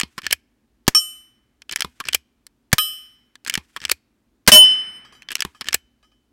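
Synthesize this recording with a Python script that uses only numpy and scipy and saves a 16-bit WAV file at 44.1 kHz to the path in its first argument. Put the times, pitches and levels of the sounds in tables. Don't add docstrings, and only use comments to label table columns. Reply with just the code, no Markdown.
import sys
import numpy as np
from scipy import signal
from scipy.io import wavfile

SR = 44100
rng = np.random.default_rng(int(sys.argv[2]) if len(sys.argv) > 2 else 0)


def transcribe(signal):
    frames = np.atleast_2d(signal).T
    limited = np.clip(frames, -1, 1)
    pcm = np.round(limited * 32767).astype(np.int16)
    wavfile.write(sys.argv[1], SR, pcm)


N = 278712
BINS = np.fft.rfftfreq(2048, 1 / SR)

# (unlatches [s], cocks the hammer [s], meets its stop [s], stop level [dB])
OPENINGS = [(-.075, -.0375, .033, -23.5), (1.6941, 1.7601, 1.8468, -25.5), (3.4635, 3.4976, 3.5765, -25),
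            (5.2873, 5.3539, 5.4501, -25.5)]
# (takes up the slack [s], feeds the round [s], meets the breech [s], locks [s])
CLOSINGS = [(.1799, .2662, .3098, .3268), (2.0019, 2.0862, 2.132, 2.1470), (3.7634, 3.8518, 3.8965, 3.9153),
            (5.6104, 5.6856, 5.7294, 5.7438)]
# (frequency [Hz], gain [dB])
CLICK_COLOUR = [(60, -15.5), (300, -12.5), (700, -12), (1500, 1), (3000, 0), (4000, -4.5), (8000, -5),
                (11000, -11), (15500, -19)]
# (time [s], crack [dB], crack t60 [s], pressure wave [dB], its push [s], its width [pushes],
# echo from the woods [dB], recoil [dB])
SHOTS = [(0.879, 3, 0.023, 1.5, 0.0026, 0.59, -55.5, -26.5),
         (2.7291, 4, .022, -6.5, 0.004, 0.83, -56, -23.5), (4.476, 8.5, 0.051, -0.5, .0022, 2, -30, -8)]
# (frequency [Hz], t60 [s])
WOODS_COLOUR = [(60, -14), (250, -4.5), (600, -14), (1200, -4.5), (2000, 2), (3500, -7.5), (6000, -10.5),
                (12000, -41.5)]
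WOODS_T60 = [(100, 2.2), (2000, 1.386), (5000, 0.81), (12000, 0.3)]
# (t60 [s], level in hit 1, 2, 3 [dB])
PLATE_HZ = [1249, 1710, 2490, 3031, 3187, 3919, 5076, 5173, 5459, 5932, 7112, 7865, 8104, 8708, 8807, 10735,
            12015, 12280, 12500, 15340]
PLATE_MODES = [(0.11, -19, -14.5, -7), (0.11, -34, -26.5, -28), (0.077, -23, -19.5, -32.5),
               (0.56, -21, -17, 6), (0.53, -43, -25.5, -30), (0.2, -41, -26.5, -35.5),
               (0.38, -40, -27.5, -12), (0.52, -37.5, -27.5, -11), (0.6, -37, -31.5, -31.5),
               (0.6, -38.5, -52.5, -37), (.38, -28.5, -52, -24), (.35, -43.5, -33.5, -37.5),
               (.42, -34.5, -41, -31), (0.46, -21, -31.5, -14), (0.42, -37.5, -23, -22),
               (.38, -37.5, -35.5, -39.5), (.38, -43, -18.5, -30.5), (.3, -42.5, -38, -34),
               (.46, -25, -40, -40), (.32, -49.5, -34, -53.5)]


def amp(db):
    return 10 ** (np.asarray(db) / 20)


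def unit(x):
    return x / np.sqrt(np.mean(x ** 2) + 1e-20)


def clock(length):
    return np.arange(int(length * SR)) / SR


def fade(t, t60):
    return np.exp(-np.log(1000) * t / np.maximum(t60, 1e-3))


def read(points, hz=BINS):
    f, value = np.transpose(points)
    return np.interp(np.log(hz + 1), np.log(f + 1), value)


def add(mix, s, sound):
    part = mix[max(round(s * SR), 0):][:len(sound)]
    part += sound[:len(part)]


def colour(x, db):
    log_gain = np.log(amp(np.r_[db, db[-2:0:-1]]))
    taps = np.fft.ifft(np.exp(np.conj(signal.hilbert(log_gain)))).real
    return signal.fftconvolve(x, taps / np.linalg.norm(taps))[:len(x)]


def ring(modes, length):
    t = clock(length)
    return sum(amp(db) * fade(t, t60) * np.sin(2 * np.pi * hz * t) for hz, db, t60 in modes)


def tail(t60s, length):
    hz, t, bands = signal.stft(rng.standard_normal(int(length * SR)), SR, nperseg=256)
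    return signal.istft(bands * fade(t, read(t60s, hz)[:, None]), SR)[1]


def flutter(t, rate_hz, count=10):
    rates, phases = rng.uniform(-1, 1, (2, count, 1))
    coarse = t[::64]
    paths = np.exp(1j * np.pi * (2 * rate_hz * rates * coarse + phases))
    return np.interp(t, coarse, paths.sum(0) / np.sqrt(count))


def air(level_db=-66.5):
    spectrum = [(20, -24), (59, -2), (82, -19.5), (117, -10), (170, -21), (236, -6.5), (489, -25),
                (2840, -35), (16000, -45)]
    return amp(level_db) * unit(colour(rng.standard_normal(N), read(spectrum)))


def strokes():
    # (travel [share], level [dB], extra treble [dB])
    open_contacts = [(0, -30.5, -14.5), (.112, -31, -0.5), (.182, -28.5, 9.5), (.238, -38.5, 4),
                     (.4, -18.5, 10), (0.487, -37.5, -2.5), (.722, -20, 8.5), (.824, -19, -1.5)]
    close_contacts = [(.26, -42.5, -3), (.58, -19.5, -2.5), (0.852, -36, -4), (.88, -20.5, 0.5),
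                      (.977, -30, 3.5)]
    # (from travel [share], to travel [share], level [dB])
    open_rubs = [(0.084, 0.289, -34), (0.567, 0.698, -40.5)]
    close_rubs = [(.33, 0.55, -37.5), (0.36, 0.85, -46.5)]
    return ([(row[:3], (0, .4, 1), open_contacts, open_rubs) for row in OPENINGS]
            + [(row, (0, .58, .88, 1), close_contacts, close_rubs) for row in CLOSINGS])


def steel(spectrum, treble_db, spread=0.61):
    receiver = [(1760, 280, 6.5), (2360, 440, 5.5), (3110, 580, 7.5), (4350, 790, 4.5), (5280, 1000, 5.5),
                (7760, 530, 3.5), (12500, 250, 3.5)]
    peaks = sum(db * (1 + spread * rng.standard_normal()) / (1 + (2 * (BINS - hz) / width) ** 2)
                for hz, width, db in receiver)
    shelf = 1 / (1 + (6500 / (BINS + 1)) ** 4)
    return read(spectrum) + peaks + treble_db * shelf


def clacks(rows, spectrum, t60, chatter_db, chatter_t60, gain_db, graze_db=-29, graze_t60=0.019,
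           treble_hz=4500, treble_life=0.69, bounce_db=2.5):
    out = np.zeros(N)
    t = clock(.16) - .01
    graze = amp(graze_db) * fade(abs(t), graze_t60)
    lowpass = signal.butter(2, treble_hz, fs=SR, output="sos")

    def force(life):
        chatter = amp(chatter_db) * fade(abs(t), chatter_t60 * life)
        return np.where(t < 0, graze, fade(abs(t), t60 * life) + chatter)

    for s, db, treble_db in rows:
        noise, sizes = rng.standard_normal((2, len(t)))
        bounces = noise * amp(bounce_db * sizes)
        body = signal.sosfiltfilt(lowpass, bounces)
        treble = (bounces - body) * force(treble_life) / np.sqrt(treble_life)
        clack = colour(body * force(1) + treble, steel(spectrum, treble_db))
        clack *= amp(db + gain_db) / np.std(clack[t >= 0][:SR // 200])
        add(out, s + t[0], clack[s + t >= 0])
    return out


def bolt_slides(slips_per_s=380, smooth=0.045, treble_db=-9, rumble_db=-14):
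    out = np.zeros(N)
    wood = read([(90, -7.0), (300, 0.5), (1500, -42)])
    for moments, marks, _, rubs in strokes():
        for begin, end, db in rubs:
            s, until = np.interp([begin, end], marks, moments)
            friction, handling = rng.standard_normal((2, SR // 10))[:, :int((until - s) * SR)]
            slips = rng.random(SR // 10)[:len(friction)] < slips_per_s / SR
            scrape = unit(colour(friction * (smooth + slips), steel(CLICK_COLOUR, treble_db)))
            rumble = amp(rumble_db) * unit(colour(handling, wood))
            rub = amp(db) * (scrape + rumble) * signal.windows.tukey(len(scrape), .3)
            add(out, s, rub[max(round(-s * SR), 0):])
    return out


def jolt(db, hz=72, swell_s=.012):
    t = clock(.15)
    return amp(db) * t / swell_s * np.exp(1 - t / swell_s) * np.sin(2 * np.pi * hz * t)


def lever_action(lock_db=-11, lock_treble_db=-1, hammer_fall_s=0.011, trigger_db=-43, trigger_treble_db=-9):
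    # (time [s], level [dB], extra treble [dB])
    grips = [(1.6195, -43, -8), (2.4669, -42, 13.5), (3.3548, -43, -6.5), (3.4489, -40, 3),
             (5.2212, -42.5, -6), (5.229, -51.5, -3)]
    # (delay [s], level [dB], extra treble [dB])
    slack = [(0, -26, 5), (.006, -30.5, 0.5)]
    # (frequency [Hz], gain [dB])
    stop_colour = [(60, -10.5), (200, 3.5), (400, 3.5), (650, -12), (1000, 6.5), (1450, -7), (2300, -8.5),
                   (3600, -7.5), (6000, -13.5), (11500, -14.5), (15500, -28.5)]
    take_up_colour = [(60, -4), (250, 2), (700, -8.5), (1100, 11), (1600, 2.5), (3200, -2.5), (6000, -10.5),
                      (12000, -14.5), (15500, -25.5)]
    lock_colour = [(60, -14.5), (400, -3.5), (1000, -6.5), (2400, 3), (3500, -3), (5500, 0), (9000, 2.5),
                   (15500, -2)]
    # (frequency [Hz], level [dB], t60 [s])
    stock_modes = [(189, -21, 0.034), (2150, -44, .1), (2480, -47.5, .12)]
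    spring_modes = [(2170, -38, 0.044), (2470, -34.5, 0.077), (11560, -60, 0.18)]
    clicks = [(np.interp(travel, marks, moments), db, treble_db)
              for moments, marks, contacts, _ in strokes() for travel, db, treble_db in contacts]
    triggers = [(shot[0] - hammer_fall_s, trigger_db, trigger_treble_db) for shot in SHOTS]
    stops = [(s, db, 0) for _, _, s, db in OPENINGS]
    take_ups = [(row[0] + lag, db, treble_db) for row in CLOSINGS for lag, db, treble_db in slack]
    locks = [(row[-1], lock_db, lock_treble_db) for row in CLOSINGS]
    out = bolt_slides()
    out += clacks(clicks + triggers + list(grips), CLICK_COLOUR,
                  t60=0.015, chatter_db=-24, chatter_t60=0.03, gain_db=2.5, graze_db=-38)
    out += clacks(stops, stop_colour, t60=0.012, chatter_db=-26, chatter_t60=0.14, gain_db=1)
    out += clacks(take_ups, take_up_colour, t60=0.025, chatter_db=-23.5, chatter_t60=.07, gain_db=1)
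    out += clacks(locks, lock_colour, t60=0.02, chatter_db=-33, chatter_t60=0.096, gain_db=4.0)
    for stop_s, _, _ in stops:
        add(out, stop_s, ring(stock_modes, 0.18))
        add(out, stop_s, jolt(db=-42))
    for _, feed_s, _, lock_s in CLOSINGS:
        add(out, feed_s, jolt(db=-47))
        add(out, lock_s, ring(spring_modes, .3))
        add(out, lock_s, jolt(db=-44))
    return out


def sleeve(level_db=-67, trail_s=.09, crinkle_db=4, uneven_db=3, uneven_hz=25):
    out = np.zeros(N)
    for opening, closing in zip(OPENINGS, CLOSINGS):
        s = max(opening[0], 0)
        t = clock(closing[-1] + trail_s - s)
        fibres, sizes = rng.standard_normal((2, SR))[:, :len(t)]
        rustle = unit(colour(fibres * amp(crinkle_db * sizes), read(CLICK_COLOUR)))
        level = amp(level_db + uneven_db * flutter(t, uneven_hz).real)
        add(out, s, rustle * level * signal.windows.tukey(len(t), .2))
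    return out


def shots(scatter_db=-35, scatter_t60=.11, wave_lag_s=.0012, slap_s=.165, slap_db=-8, woods_rise_s=0.025):
    blast_colour = [(60, -20), (200, -3), (550, -4), (1300, -5), (1800, 1), (2400, -4.5), (4000, -7.5),
                    (5200, -4), (8000, -9.5), (16000, -17)]
    out, t = np.zeros(N), clock(.3)
    for s, crack_db, t60, wave_db, push_s, width, woods_db, recoil_db in SHOTS:
        burst = fade(t, t60) + amp(scatter_db) * fade(t, scatter_t60)
        gas = colour(rng.standard_normal(len(t)) * burst, read(blast_colour))
        wave = np.sin(np.pi * t / push_s) * np.exp(-(t / push_s / width - 1.15) ** 2)
        add(out, s, amp(crack_db) * gas)
        add(out, s, jolt(recoil_db, hz=56, swell_s=0.0039))
        add(out, s + wave_lag_s, amp(wave_db) * wave / abs(wave).max())
        add(out, s + slap_s, amp(woods_db + slap_db) * (gas + wave))
        echo = colour(tail(WOODS_T60, 1.8), read(WOODS_COLOUR))
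        rise = 1 - np.exp(-np.arange(len(echo)) / SR / woods_rise_s)
        add(out, s, amp(woods_db) * echo * rise)
    return out


def plate(narrowing=0.69, rock_hz=12.3, return_s=0.46, return_width_s=0.11, wide_beam=.7, flutter_hz=17,
          stray_t60=0.67, faint_db=-48, faint_t60=0.42, wash_db=-41, bass_cut_hz=960):
    # (time [s], splash [dB], splash t60 [s], swing out of line [s], rocking depth [dB],
    # treble swell on the swing back [dB], stray ring [dB])
    hits = [(0.9487, -13.5, 0.0137, 0.068, -0.1, -2.5, -53.5), (2.7826, -8.5, 0.025, 0.022, 0.4, 0.5, -45),
            (4.5184, 3, 0.18, 0.091, 2.5, 8, -42)]
    # (frequency [Hz], level in hit 1, 2, 3 [dB])
    beam_modes = [(3031, -40, -36, 6.5), (3185, -36, -21, -28), (5069, -42, -42, -2.5), (5445, -7, -36, 5),
                  (5932, -21, -50, -28), (8698, -24, -40, 5.5)]
    stray_colour = [(1200, -8.5), (2500, -3.5), (4000, -1.5), (8000, -6.5), (12300, -5), (15500, -18.5)]
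    faint_hz = [7537, 9340, 9787, 10570]
    out, t = np.zeros(N), clock(1.8)
    main_hz = beam_modes[0][0]
    splash_colour = read([(300, -47.0), (700, -32), (1200, -2.5), (3000, 3.0), (15000, -7.5)])
    faint_modes = [(hz, faint_db, faint_t60) for hz in faint_hz]
    swing_back = np.exp(-((t - return_s) / return_width_s) ** 2)
    rocking = -np.cos(2 * np.pi * rock_hz * t) * np.tanh(t / 0.2)
    for hit, (s, splash_db, splash_t60, swing_s, rock_db, return_db, stray_db) in enumerate(hits):
        wash = amp(wash_db) * tail(WOODS_T60, 1.8)[:len(t)]
        splash = rng.standard_normal(len(t)) * fade(t, splash_t60)
        sound = amp(splash_db) * colour(splash + wash, splash_colour)
        for hz, (t60, *levels) in zip(PLATE_HZ, PLATE_MODES):
            focus = hz / main_hz - wide_beam
            direct = amp(levels[hit] + rock_db * rocking + return_db * focus * swing_back) * fade(t, t60)
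            stray = amp(stray_db + read(stray_colour, hz)) * fade(t, stray_t60) * flutter(t, flutter_hz)
            sound += ((direct + stray) * np.exp(2j * np.pi * hz * t)).imag
        for hz, *levels in beam_modes:
            in_line_s = swing_s * (main_hz / hz) ** narrowing
            sound += amp(levels[hit]) * np.exp(-(t / in_line_s) ** 4.2) * np.sin(2 * np.pi * hz * t)
        add(out, s, sound)
        add(out, s, ring(faint_modes, .5))
    bass_cut = signal.butter(5, bass_cut_hz, "high", fs=SR, output="sos")
    return signal.sosfilt(bass_cut, out)


def spent_case(s=1.805, hz=12450, db=-54, t60=.26, tumble_hz=21):
    out, t = np.zeros(N), clock(.5)
    add(out, s, ring([(hz, db, t60)], .5) * np.cos(2 * np.pi * tumble_hz * t))
    return out


def hanger(ring_share=0.54, rub_t60=0.057, tilt_db_per_octave=-9.5, rub_db=-10):
    knocks = [(5.049, -38, -73), (5.124, -40, -62), (5.15, -43, -50), (5.548, -39, -85), (5.74, -48, -56),
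              (6.028, -49.5, -90.5), (6.043, -53, -85), (6.117, -54, -67)]
    hook_modes = [(4720, -8, .13)]
    out, t = np.zeros(N), clock(.5)
    damped_modes = [(hz, tilt_db_per_octave * np.log2(hz / PLATE_HZ[0]), ring_share * t60)
                    for hz, (t60, *_) in zip(PLATE_HZ, PLATE_MODES)]
    body = ring(damped_modes + hook_modes, .5)
    main_hz, main_t60 = PLATE_HZ[3], PLATE_MODES[3][0]
    for s, db, tone_db in knocks:
        rub = rng.standard_normal(len(t)) * fade(t, rub_t60)
        rattle = unit(signal.fftconvolve(rub, body)[:len(t)])
        rattle += amp(rub_db) * unit(colour(rub, read(WOODS_COLOUR)))
        add(out, s, amp(db) * rattle / abs(rattle).max())
        add(out, s, ring([(main_hz, tone_db, main_t60)], .5))
    return out


def lawn(x, wet_db, linger, ground_s, ground_db):
    t60s = [(hz, t60 * linger) for hz, t60 in WOODS_T60]
    foliage = read([(100, -12.5), (600, -9.5), (1300, -2.5), (6000, -1), (15000, -8.5)])
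    scatter = colour(tail(t60s, 0.92), foliage)
    response = amp(wet_db) * scatter / np.linalg.norm(scatter)
    add(response, ground_s, amp(ground_db) * signal.windows.hann(7) / 3)
    return x + signal.fftconvolve(x, response)[:N]


def scene():
    rifle = lever_action() + sleeve() + spent_case() + shots()
    near = lawn(rifle, wet_db=-50, linger=0.58, ground_s=0.0081, ground_db=-22.5)
    far = lawn(plate() + hanger(), wet_db=-28, linger=0.52, ground_s=0.0013, ground_db=-43.0)
    return (near + far + air())[None]


def record(dry, ceiling=0.71, knee=8, low_cut_hz=18, top_hz=16250):
    oversampled = signal.resample_poly(dry, 4, 1, axis=1)
    flattened = oversampled / (1 + abs(oversampled / ceiling) ** knee) ** (1 / knee)
    clipped = signal.resample_poly(flattened, 1, 4, axis=1)
    low_cut = signal.butter(1, low_cut_hz, "high", fs=SR, output="sos")
    band_limit = signal.firwin(201, top_hz, window=("kaiser", 9), fs=SR)
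    return signal.oaconvolve(signal.sosfilt(low_cut, clipped), band_limit[None], "same")


dry = scene()
out = record(dry)
transcribe(out)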